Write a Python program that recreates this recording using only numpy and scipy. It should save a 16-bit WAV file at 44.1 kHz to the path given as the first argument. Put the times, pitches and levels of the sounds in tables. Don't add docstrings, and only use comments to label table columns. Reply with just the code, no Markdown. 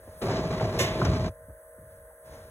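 import sys
import numpy as np
from scipy import signal
from scipy.fft import rfft, irfft
from scipy.io import wavfile
from scipy.ndimage import uniform_filter1d

SR = 44100
rng = np.random.default_rng(int(sys.argv[2]) if len(sys.argv) > 2 else 0)


def unload_wav(signal):
    wavfile.write(
        sys.argv[1],
        SR,
        np.round(np.clip(np.atleast_2d(signal).T, -1, 1) * 32767).astype(np.int16),
    )


N = 110250
TIME, BINS = np.arange(N) / SR, np.arange(N // 2 + 1) * SR / N


def amp(db):
    return 10 ** (np.asarray(db) / 20)


def at_hz(table, hz, column=1):
    table = np.array(table)
    return np.interp(np.log(hz + 1e-9), np.log(table[:, 0]), table[:, column])


def envelope(curve):
    return amp(np.interp(TIME, *np.transpose(curve)))


def white():
    return rfft(rng.standard_normal((2, N))) * np.sqrt(SR / 2)


def noise(spectrum):
    return irfft(white() * amp(at_hz(spectrum, BINS)), N)


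def drift(rate_hz):
    slow = irfft(white()[0] / (1 + (BINS / rate_hz) ** 2), N)
    return slow / slow.std()


def impulses(rows):
    clicks = np.zeros(N)
    for s, db in rows:
        clicks[int(s * SR)] += amp(db)
    return clicks


def soften(force, hz):
    return signal.sosfilt(signal.butter(2, min(hz, SR / 3), fs=SR, output="sos"), force + 1e-18)


def excite(force, response):
    return signal.fftconvolve(np.atleast_2d(force), np.atleast_2d(response), axes=1)[:, :N]


def modes(table):
    t = TIME[:SR]
    return sum((-1) ** k * amp(db - 60 * t / t60) * np.sin(2 * np.pi * hz * t)
               for k, (hz, db, t60) in enumerate(table))


def modal_ripple(depth_db, width_hz=66):
    span = max(int(width_hz * N / SR), 3)
    ripple = uniform_filter1d(uniform_filter1d(rng.standard_normal(len(BINS)), span), span)
    gain = amp(depth_db * np.clip(ripple / ripple.std(), -2, 1.5) * BINS / (BINS + 1200))
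    return gain / np.sqrt(uniform_filter1d(gain ** 2, 10 * span))


def dense_modes(table, ripple_db=0, bands=12):
    spectrum = white() * amp(at_hz(table, BINS)) * modal_ripple(ripple_db)
    centres = np.geomspace(40, 16000, bands)
    out = 0
    for hz, pick in zip(centres, np.eye(bands)):
        band = irfft(spectrum * np.interp(BINS, centres, pick), N)[:, :SR]
        out = out + band * amp(-60 * TIME[:SR] / at_hz(table, hz, column=2))
    return out


# frequency in Hz, rms level in dB before the swell, waver in Hz, share of the swell in dB.
HUM_TONES = [(475.4, -60.5, .9, .85), (571.3, -59.5, 0.65, .72), (633, -53.5, .6, 1.06),
             (1041, -69.5, 0.9, 1.18), (1540, -74, 9.7, 0.69), (1720, -79.5, 1.6, 1.05),
             (1873, -82, 2, 1.3)]
# frequency in Hz, level in dB per Hz.
FAN_SPECTRUM = [(25, -90.5), (70, -78), (150, -99.5), (280, -101), (420, -94), (530, -81), (640, -87),
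                (730, -96), (1300, -96.5), (1600, -88.5), (1950, -96), (2400, -116), (4500, -121),
                (6500, -113), (8000, -122)]
HISS_SPECTRUM = [(7600, -130), (8200, -93.5), (10000, -97.5), (12000, -102), (16000, -106)]
RUSH_SPECTRUM = [(25, -82), (85, -66), (170, -76.5), (280, -82.5), (500, -82), (1000, -87), (1800, -89),
                 (2800, -99), (6700, -99), (8500, -116), (12000, -135)]
# time in seconds, gain in dB.
HUM_SWELL = [(0, -6.5), (.12, 0.5), (.21, 1), (.34, 15.5), (1.28, 15), (1.295, 3), (1.47, -2), (2.08, 0),
             (2.14, -6.5), (2.33, 3.5), (2.5, 0)]
HISS_GAIN = [(0, 0.5), (.17, 2), (.19, 9.5), (.24, 9.5), (.33, 0), (1.006, 3.5), (1.3, -1), (1.6, 1.5),
             (2.5, 1)]
RUSH_GAIN = [(0, -10.5), (.1, -5), (.21, -4), (1.3, -9), (1.38, -34), (1.75, -35), (1.92, -12.5),
             (2.2, -32.5), (2.26, -5), (2.34, 2), (2.41, -2.5), (2.5, -6)]


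def machine(waver_db=.77):
    hum = 0
    for hz, db, waver_hz, share in HUM_TONES:
        phase = 2 * np.pi * np.cumsum(hz + waver_hz * drift(7.6)) / SR
        gain = np.sqrt(2) * amp(db + waver_db * drift(7.9)) * envelope(HUM_SWELL) ** share
        hum = hum + gain * np.array([np.sin(phase), np.cos(phase)])
    fans = noise(FAN_SPECTRUM)
    hiss = noise(HISS_SPECTRUM) * envelope(HISS_GAIN)
    rush = noise(RUSH_SPECTRUM) * envelope(RUSH_GAIN)
    return hum + fans + hiss + rush


# start in seconds, level in dB, contact cutoff in Hz.
THUMPS = [(.076, 1, 750), (1.497, -6, 950), (1.781, -10, 400), (1.825, -5, 229)]
# frequency in Hz, initial level in dB per Hz, T60 in seconds.
THUD_RING = [(25, -68, .2), (70, -59.5, 0.23), (130, -66.5, 0.13), (278, -72, 0.071), (554, -66, 0.095),
             (1500, -83, 0.13), (4000, -115, .1)]


def thumps():
    force = sum(soften(impulses([(s, db)]), hz) for s, db, hz in THUMPS)
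    return excite(force, dense_modes(THUD_RING))


def travel(start_s=.2138, stop_s=1.2805, attack_s=.0049, release_s=.024):
    return np.clip((TIME - start_s) / attack_s, 0, 1) * np.clip(1 - (TIME - stop_s) / release_s, 0, 1) ** 2


def frame_ring(t60):
    return rng.standard_normal((2, SR // 2)) * amp(-60 * TIME[:SR // 2] / t60)


# frequency in Hz, level in dB per Hz.
ROLL_SPECTRUM = [(25, -72.5), (55, -59), (150, -58), (550, -60.5), (750, -66), (1200, -70), (2000, -75),
                 (3000, -80), (5200, -82), (7500, -91.5), (9000, -99), (13000, -114)]
# time in seconds, gain in dB.
ROLLER_LOAD = [(.22, 0.5), (.43, 0), (.56, -2), (.62, 0.5), (.72, -.5), (.97, -1.5), (1.06, 1.5),
               (1.2, -3.5), (1.28, -2.5)]
# frequency in Hz, level in dB, T60 in seconds.
PANEL_MODES = [(56.6, -4.5, 0.26), (89.4, -2, 0.27), (117.1, 1.5, 0.35), (175, -1.5, 0.35),
               (239.4, -9, 0.14), (381, -14, 0.17)]


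def rollers(count=5, grit_per_s=1500, spread_db=3.5, drone_db=-39.5, surge_db=1.1):
    sizes = amp(spread_db * np.minimum(rng.exponential(1, (count, N)), 4))
    signs = rng.choice([-1, 1], (count, N))
    grit = sizes * signs * (rng.random((count, N)) < grit_per_s / count / SR)
    frame = sum(excite(roller, frame_ring(t60=.072)) for roller in grit)
    rattle = irfft(rfft(frame / frame.std()) * amp(at_hz(ROLL_SPECTRUM, BINS)) * np.sqrt(SR / 2), N)
    drone = excite(grit.sum(axis=0) * travel(), modes(PANEL_MODES))
    rolling = rattle + amp(drone_db) * drone / drone.std()
    return rolling * envelope(ROLLER_LOAD) * amp(surge_db * drift(15))


# frequency in Hz, level in dB per Hz.
SHUDDER_SPECTRUM = [(25, -60), (50, -49), (95, -46), (130, -54), (200, -68.5), (400, -83), (2000, -140)]
# time in seconds, gain in dB.
SHUDDER_GAIN = [(.21, -44), (.36, -13.5), (.92, -10), (1.0, -14), (1.04, -1), (1.13, -0.5), (1.29, -4.5),
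                (1.33, -28), (1.47, -28), (1.56, -41.5), (1.76, -44), (1.81, -21), (2.02, -30.5),
                (2.12, -46)]


def shudder():
    return noise(SHUDDER_SPECTRUM) * envelope(SHUDDER_GAIN)


# start in seconds, peak level in dB, centre frequency in Hz.
TRACK_BUMPS = [(.248, -23, 300), (.285, -26, 620), (.302, -25, 700), (.335, -26.5, 330),
               (.598, -29.5, 1400), (.609, -20.5, 640)]


def bumps():
    out = 0
    for s, db, hz in TRACK_BUMPS:
        octave = signal.butter(2, [hz / np.sqrt(2), hz * np.sqrt(2)], "band", fs=SR, output="sos")
        ring = signal.sosfilt(octave, frame_ring(t60=.07))
        out = out + excite(impulses([(s, db)]), ring / np.abs(ring).max(axis=1, keepdims=True))
    return out


# start in seconds, level in dB, first and final pitch in Hz, T60 in seconds.
PANEL_FLEXES = [(.388, -23, 430, 230, 0.16), (.626, -18.5, 149, 106, .2), (1.019, -15.5, 185, 74, 0.303),
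                (1.205, -18, 160, 99.5, .15), (1.482, -36.5, 233, 48, 0.19), (1.778, -43, 450, 82, .16),
                (2.102, -46, 1350, 758, 0.068)]


def flexes(swell_s=.006, sag_share=.07, flutter_depth=.4):
    out = 0
    for s, db, start_hz, end_hz, t60 in PANEL_FLEXES:
        age = np.maximum(TIME - s, 0)
        hz = end_hz + (start_hz - end_hz) * np.exp(-age / (sag_share * t60))
        swing = np.sin(2 * np.pi * np.cumsum(hz * (age > 0)) / SR)
        flutter = 1 + flutter_depth * drift(start_hz / 2)
        gain = amp(db - 60 * age / t60) * (1 - np.exp(-age / swell_s))
        out = out + gain * swing * flutter
    return out


# start in seconds, level in dB.
STEEL_STRIKES = [(.7885, -5), (.792, 1), (.798, -2), (.808, -5.5), (.828, -12.5)]
# frequency in Hz, level in dB, T60 in seconds.
STEEL_MODES = [(375, -36, 0.275), (493.7, -35, 0.28), (555, -38, .25), (1056, -40, .3), (1110, -38, .32),
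               (1780, -43, .35), (1816, -40, .42), (2043, -39, 0.39), (2147, -34.5, 0.36),
               (2487, -39.5, .38), (2730, -41, 0.43), (2907, -43, .4), (3610, -44, .4), (3960, -41, 0.31),
               (5310, -41, .26), (5660, -41, .26), (6050, -41, 0.18), (6450, -39.5, .26), (7044, -43, .22)]
# frequency in Hz, initial level in dB per Hz, T60 in seconds.
SNAP_RING = [(1000, -94, .05), (4000, -73, .06), (7000, -66.5, .07), (11000, -74, .06), (16000, -81, .06)]
CLASH_RING = [(199, -75.5, .3), (440, -60, 0.26), (850, -74.5, 0.28), (2000, -68.5, 0.77),
              (4000, -69.5, 0.5), (6430, -70.5, 0.2), (9600, -74.5, 0.26), (10700, -83, .22),
              (11600, -72, .26), (12500, -88.5, .22), (15500, -84.5, 0.24)]


def clank(uneven_db=2, neighbour_count=3, cluster_hz=32.4, neighbour_db=-7):
    out = excite(impulses(STEEL_STRIKES[:1]), dense_modes(SNAP_RING))
    neighbours = [(hz + cluster_hz * rng.uniform(-1.02, 1), db + neighbour_db, t60)
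                  for hz, db, t60 in STEEL_MODES for _ in range(neighbour_count)]
    rings = np.array([modes([mode]) for mode in STEEL_MODES + neighbours])
    for strike in STEEL_STRIKES:
        strengths = amp(uneven_db * rng.standard_normal(len(rings))) * rng.choice([-1, 1], len(rings))
        out = out + excite(impulses([strike]), strengths @ rings) * [[1], [-.5]]
    return out + excite(impulses(STEEL_STRIKES), dense_modes(CLASH_RING, ripple_db=2.5))


# start in seconds, level in dB.
BUFFER_KNOCKS = [(1.016, 1.5)]
# frequency in Hz, initial level in dB per Hz, T60 in seconds.
BUFFER_RING = [(150, -54.5, 0.18), (600, -60.5, 0.081), (1310, -57.5, .07), (2200, -75, .08),
               (5000, -99, .1), (9000, -120, .1)]
# frequency in Hz, level in dB, T60 in seconds.
BUFFER_MODES = [(1038, -23, 0.037), (1307, -23, 0.033), (1490, -26, 0.027)]


def knock():
    contact = impulses(BUFFER_KNOCKS)
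    clack = excite(soften(contact, hz=2200), modes(BUFFER_MODES)) * [[1], [0]]
    return excite(contact, dense_modes(BUFFER_RING)) + clack


# frequency in Hz, initial level in dB per Hz, T60 in seconds.
LATCH_RING = [(400, -64, .1), (1490, -62, 0.12), (3000, -75, 0.26), (4800, -72.5, .04),
              (5640, -59.5, 0.049), (6840, -76, .04), (8500, -112, .04)]


def latch(start_s=1.051):
    return excite(impulses([(start_s, 0)]), dense_modes(LATCH_RING))


# start in seconds, level in dB.
PANEL_JOLTS = [(1.076, -23), (1.123, -26.5)]


def jolts():
    return excite(soften(impulses(PANEL_JOLTS), hz=220), modes(PANEL_MODES))


# frequency in Hz, left-right coherence from 0 to 1.
PORT_COHERENCE = [(700, 1), (1000, 0.99), (1400, 0.27), (3000, 0.44), (4300, 1), (5600, 0.98), (6800, 1),
                  (16000, 1)]
# frequency in Hz, phase lead of the left port in radians.
PORT_LEAD = [(0, 0), (1100, 0), (2400, 3), (3500, 1.5), (4700, 3), (6700, 6), (9000, 9.5), (13200, 16),
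             (16000, 20.5)]


def ports(sound):
    shared, diffuse = rfft(sound)
    coherence = np.clip(at_hz(PORT_COHERENCE, BINS), 0, 1)
    lead = np.interp(BINS, *np.transpose(PORT_LEAD))
    sides = np.array([[1], [-1]])
    mixed = np.sqrt((1 + coherence) / 2) * shared + sides * np.sqrt((1 - coherence) / 2) * diffuse
    return irfft(mixed * np.exp(.5j * sides * lead), N)


def scene():
    moving_door = (rollers() + bumps() + clank() + latch() + jolts()) * travel()
    return ports(moving_door + knock() + flexes() + shudder() + thumps() + machine())


def record(dry):
    dry = signal.sosfilt(signal.butter(4, 30, "high", fs=SR, output="sos"), dry)
    return signal.sosfilt(signal.ellip(12, .1, 80, 15900, fs=SR, output="sos"), dry)


dry = scene()
out = record(dry)
unload_wav(out)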